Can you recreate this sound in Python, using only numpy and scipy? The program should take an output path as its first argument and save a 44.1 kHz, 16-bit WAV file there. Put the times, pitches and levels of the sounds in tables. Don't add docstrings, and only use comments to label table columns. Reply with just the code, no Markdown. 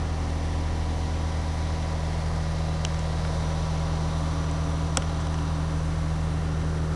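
import sys
import numpy as np
from scipy import signal
from scipy.fft import rfft, irfft
from scipy.io import wavfile
from scipy.ndimage import map_coordinates

SR = 44100
rng = np.random.default_rng(int(sys.argv[2]) if len(sys.argv) > 2 else 0)


def dump_mix(stems):
    frames = np.atleast_2d(stems).T
    limited = np.clip(frames, -1, 1)
    pcm = np.round(limited * 32767).astype(np.int16)
    wavfile.write(sys.argv[1], SR, pcm)


def level_to_linear(level):
    exponent = np.asarray(level, float) / 20
    return 10 ** exponent


N = 306495
T = np.arange(N) / SR


def walk(rate_hz):
    knots = rng.standard_normal(200)
    return map_coordinates(knots, [np.clip(T * rate_hz, 0, 198)], order=3)


def tone(turns, level_db, flutter_db, rate_hz):
    phase = 2 * np.pi * (turns + rng.random())
    return np.sqrt(2) * level_to_linear(level_db + flutter_db * walk(rate_hz)) * np.sin(phase)


def orders(cycle, rows, pose, flutter_db, rate_hz):
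    return sum(tone(order * cycle, level_db + np.dot(lean_db, pose), flutter_db, rate_hz)
               for order, level_db, *lean_db in rows)


def shape(hz, points):
    at_hz, level_db = np.transpose(points)
    return level_to_linear(np.interp(np.log(np.maximum(hz, 1)), np.log(at_hz), level_db))


def decay(t, t60_s):
    return np.exp(-np.log(1000) * t / t60_s)


def breeze():
    rumble = signal.lfilter(*signal.iirpeak(24, 1.6, fs=SR), rng.standard_normal(N))
    return level_to_linear(-50 - 0.5 * walk(5)) * rumble / rumble.std()


# firing_multiple, level_db [dB rms]
IDLER_ORDERS = [(1, -36.5), (2, -44.5), (3, -49.5), (4 / 3, -51), (5 / 3, -49)]


def idler():
    firing_hz = 35.03 * (1 + 0.0025 * walk(2.7))
    turns = np.cumsum(firing_hz) / SR
    return sum(tone(multiple * turns, level_db, 1.3 if multiple == 1 else 2.6, 2.5)
               for multiple, level_db in IDLER_ORDERS)


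# start_s, level_db, tilt_db [dB brighter per mode], scrape_db [after the slip]
CLICKS = [(2.85, -19.5, 1, -25), (2.9448, -35, -1.5, -15), (2.9922, -32.5, 0, -9), (3.2498, -32.5, -3, -6),
          (4.442, -35, 0, -8), (4.5122, -39, 3.5, -12), (4.971, -25, -4, -7), (4.9718, -9.5, 3.5, -24),
          (4.9727, -19.5, 1, -11), (4.9783, -34, -6, -4), (5.022, -31.5, -5.5, -3), (5.2030, -45, 2, -4),
          (5.209, -42, -1, -1), (5.2135, -42, 1.5, -6), (5.27, -34, -2, -10), (5.3422, -30, -2.5, -8),
          (5.388, -42, -8, -8)]
# pitch_hz, t60_s
SHELL_MODES = [(1450, .005), (3200, .004), (5600, .0035), (7800, .0025)]
# start_s, pitch_hz, peak_db, t60_s
THUDS = [(2.8501, 5900, -19, .004), (2.8505, 900, -27, .008), (2.8507, 3130, -11, 0.0036),
         (2.852, 2620, -23, .007), (2.9446, 5700, -27, .004), (2.9447, 2300, -28, .004),
         (4.9716, 1450, -16.5, .014), (4.9721, 9700, -13, .003), (4.9728, 785, -17, 0.021),
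         (4.9765, 530, -18.5, 0.043), (4.9768, 263, -21, 0.044), (5.388, 3080, -34, 0.011)]


def shell():
    scrape_t60_s, slip_s = 0.018, 0.00008
    out, t = np.zeros(N), T[:SR // 40]
    for start_s, level_db, tilt_db, scrape_db in CLICKS:
        force = level_to_linear(scrape_db) * 0.4 * rng.standard_normal(len(t)) * decay(t, scrape_t60_s)
        force[0] = 1
        ring = np.zeros(len(t))
        for k, (pitch_hz, t60_s) in enumerate(SHELL_MODES):
            mode_db = level_db + tilt_db * (k - len(SHELL_MODES) / 2 + 1)
            sign = (-1) ** k
            ring += sign * level_to_linear(mode_db) * decay(t, t60_s) * np.sin(2 * np.pi * pitch_hz * t)
        ring *= 1 - np.exp(-t / slip_s)
        i = int(start_s * SR)
        out[i:i + len(t)] += np.convolve(force, ring)[:len(t)]
    for start_s, pitch_hz, peak_db, t60_s in THUDS:
        i = int(start_s * SR)
        onset = 1 - np.exp(-4 * pitch_hz * t)
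        out[i:i + len(t)] -= level_to_linear(peak_db) * np.sin(2 * np.pi * pitch_hz * t) * decay(t, t60_s) * onset
    return out


# start_s, firing_hz, turn [0-1], load [0-1]
WORK = [(0.0, 78.85, 0.18, 0.0), (0.6, 78.76, 0.0, 0.04), (1.2, 78.8, 0.05, 0.13), (1.8, 78.86, 0.23, 0.34),
        (2.3, 78.95, 0.45, 0.3), (2.7, 78.93, 0.55, 0.33), (3.1, 78.9, 0.56, 0.68),
        (3.5, 78.83, 0.73, 0.91), (3.9, 78.83, 0.91, 1.0), (4.4, 78.82, 0.91, 0.99),
        (4.8, 78.87, 0.92, 0.82), (5.1, 79.32, 0.72, 0.6), (5.4, 79.02, 0.9, 0.72),
        (5.7, 78.62, 0.93, 0.52), (6.0, 78.64, 0.87, 0.38), (6.4, 78.68, 0.88, 0.16),
        (6.95, 78.67, 1.0, 0.21)]


def motion():
    start_s, *columns = np.transpose(WORK)
    firing_hz, turn, load = [np.interp(T, start_s, column) for column in columns]
    broadside_s, width_s = 2.9, 0.8
    broadside = np.exp(-0.5 * ((T - broadside_s) / width_s) ** 2)
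    return firing_hz, np.array([c - c.mean() for c in (turn, broadside, load)])


# pitch_hz, level_db [dB per Hz]
ROAR = [(30, -79), (100, -64.5), (200, -68), (600, -72), (1000, -75), (1600, -78), (2050, -79), (2550, -85),
        (3200, -83.5), (3750, -82.5), (4050, -84.5), (5000, -84), (7800, -92.5), (10500, -93.5)]


def roar(cycle):
    spectrum = rfft(rng.standard_normal(N)) * shape(np.fft.rfftfreq(N, 1 / SR), ROAR)
    noise = irfft(spectrum, N) * np.sqrt(SR / 2)
    puffs = 0.03 * np.cos(2 * np.pi * 3 * cycle) + 0.045 * np.cos(2 * np.pi * cycle)
    return noise * (1 + puffs)


# level_db, then its lean in dB per turn, broadside, load
TURBO = (-54, -3, -3.5, 5.5)
# spacing [in threes of cycle orders], level_db
TURBO_SIDES = [(-3, -16), (-2, -14), (-1, -16), (0, -10), (1, -16), (2, -15), (4, -18), (6, -19)]


def turbo(cycle, pose):
    level_db = TURBO[0] + np.dot(TURBO[1:], pose)
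    turns = 448 * cycle + np.cumsum(8.4 * walk(10)) / SR
    comb = sum(tone(turns + 3 * round(k) * cycle, side_db, 3.2, 2.4) for k, side_db in TURBO_SIDES)
    breath = signal.lfilter(*signal.iirpeak(5900, 11, fs=SR), rng.standard_normal(N))
    return level_to_linear(level_db) * (comb + level_to_linear(-7) * breath / breath.std())


# cycle_order, level_db, dB per turn, broadside, load
PUMP = [(21.5, -48.4, -3.2, -13.0, 8.6), (22, -55.4, 18.4, -1.2, -5.4), (86, -55.6, -2.4, -3.6, 6.7)]
# cycle_order, level_db, dB per turn, broadside, load
COVER = [(30, -60, 5, -4, -4.5), (42, -51.6, .9, 2.4, 1.1), (55, -59.5, -8, 9.5, -6),
         (57, -52.4, -.1, 3.3, -4.4), (58, -59, -9, -1, 1.5), (59, -58, -9, -2.5, 6),
         (63, -58, -3, -2, 1.5), (64, -61, 1.5, 3, -3), (70, -62.5, 2, -.5, -4), (74, -52.5, -6, .1, 6.1),
         (75, -54.5, -9.1, -1.5, 12.4), (78, -62, -2, 3.5, 3)]


def pump(cycle, pose):
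    ripple = level_to_linear(0.34) * orders(cycle, PUMP, pose, 1.4, 4)
    return ripple + level_to_linear(0.4) * orders(cycle, COVER, pose, 1.4, 3.1)


# pitch_hz, level_db [dB rms]
CLATTER = [(20, -76), (150, -63), (300, -64.5), (700, -62), (1100, -62), (1500, -73.5), (2200, -83),
           (2600, -83.5), (4500, -77.5), (6000, -122.5)]
# cycle_order, level_db [dB rms]
RINGING = [(3, -67), (7, -53), (11, -55), (14, -57.5), (24, -55), (27, -60), (28, -53.5), (32, -59),
           (36, -52.5), (41, -56.5), (43, -54.5), (49, -55), (51, -54), (60, -54.5), (66, -61), (80, -60),
           (82, -62), (90, -59.5), (93, -59), (102, -62), (104, -64), (108, -64), (120, -67.5), (121, -74),
           (129, -75), (138, -62.5), (147, -63), (162, -66), (172, -80), (178, -74)]
# cycle_order, level_db [dB rms]
GEARS = [(207.5, -66), (296.4, -66), (308, -67), (325, -72), (198.6, -70), (233, -67)]


def clatter(cycle):
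    size, cycle_hz, drift = 4096, 13.55, 0.22
    gain = shape(np.arange(size // 2 + 1) * cycle_hz, CLATTER) * size / 2
    gain[[round(row[0]) for row in RINGING]] = 0
    gain[[round(row[0]) for row in EXHAUST + PUMP + COVER]] = 0
    place = cycle % 1 * size
    impacts = np.zeros(N)
    for k in range(4):
        chance = rng.standard_normal(len(gain)) + 1j * rng.standard_normal(len(gain))
        pattern = irfft(gain * chance)
        weight = 1 if k == 0 else drift * walk(1.56)
        impacts += weight * np.interp(place, np.arange(size), pattern, period=size)
    impacts /= np.sqrt(1 + 3 * drift ** 2)
    ringing = sum(tone(round(order) * cycle, level_db, 2.8, 1.52) for order, level_db in RINGING)
    whine = sum(tone(order * cycle, level_db, 2.8, 3.07) for order, level_db in GEARS)
    return impacts + ringing + whine


# pitch_hz, then dB per turn, broadside, load
SLEW = [(655, -2.5, 3, 3), (920, -2, -2, 4.5), (1440, 4.5, -.5, -0.3), (2000, -4, 2.1, 0.3),
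        (2860, -1.7, -0.7, 2), (3800, -3, 1, 5.5), (5200, -3, 3, 2), (8000, -0.5, 0.3, 1.5)]


def slew(x, pose):
    spectrum = rfft(x)
    log_hz = np.log(np.fft.rfftfreq(N, 1 / SR) + 1)
    centres = np.log([420] + [row[0] for row in SLEW])
    sways_db = [0 * T] + [np.dot(lean_db, pose) for _, *lean_db in SLEW]
    out = np.zeros(N)
    for peak, sway_db in zip(np.eye(len(centres)), sways_db):
        band = irfft(spectrum * np.interp(log_hz, centres, peak), N)
        out += band * level_to_linear(sway_db + 0.5 * walk(6))
    return out


# cycle_order, level_db [dB rms], dB per turn, broadside, load
EXHAUST = [(6, -29.3, -1.9, -1.1, 0.4), (9, -44.8, 0.9, 1.5, -0.5), (12, -32.8, 8.4, 2.2, -1.1),
           (18, -53.7, -14.3, -2.0, -0.4)]


def exhaust(cycle, pose):
    return orders(cycle, EXHAUST, pose, 0.23, 9)


def scene():
    firing_hz, pose = motion()
    cycle = np.cumsum(firing_hz / 6) / SR
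    background = breeze() + idler() + shell()
    body = slew(roar(cycle) + clatter(cycle), pose)
    crane = body + turbo(cycle, pose) + pump(cycle, pose) + exhaust(cycle, pose)
    return (background + crane)[None]


def low_pass(x):
    return signal.sosfilt(signal.butter(12, 12300, fs=SR, output="sos"), x)


def record(dry):
    ceiling = 0.66
    low = signal.butter(2, 7.3, "high", fs=SR, output="sos")
    top = signal.butter(10, 10470, fs=SR, output="sos")
    heard = signal.sosfilt(low, dry)
    rounded = ceiling * np.tanh(heard / ceiling)
    mix = signal.sosfilt(top, rounded)
    return low_pass(mix)


dry = scene()
out = record(dry)
dump_mix(out)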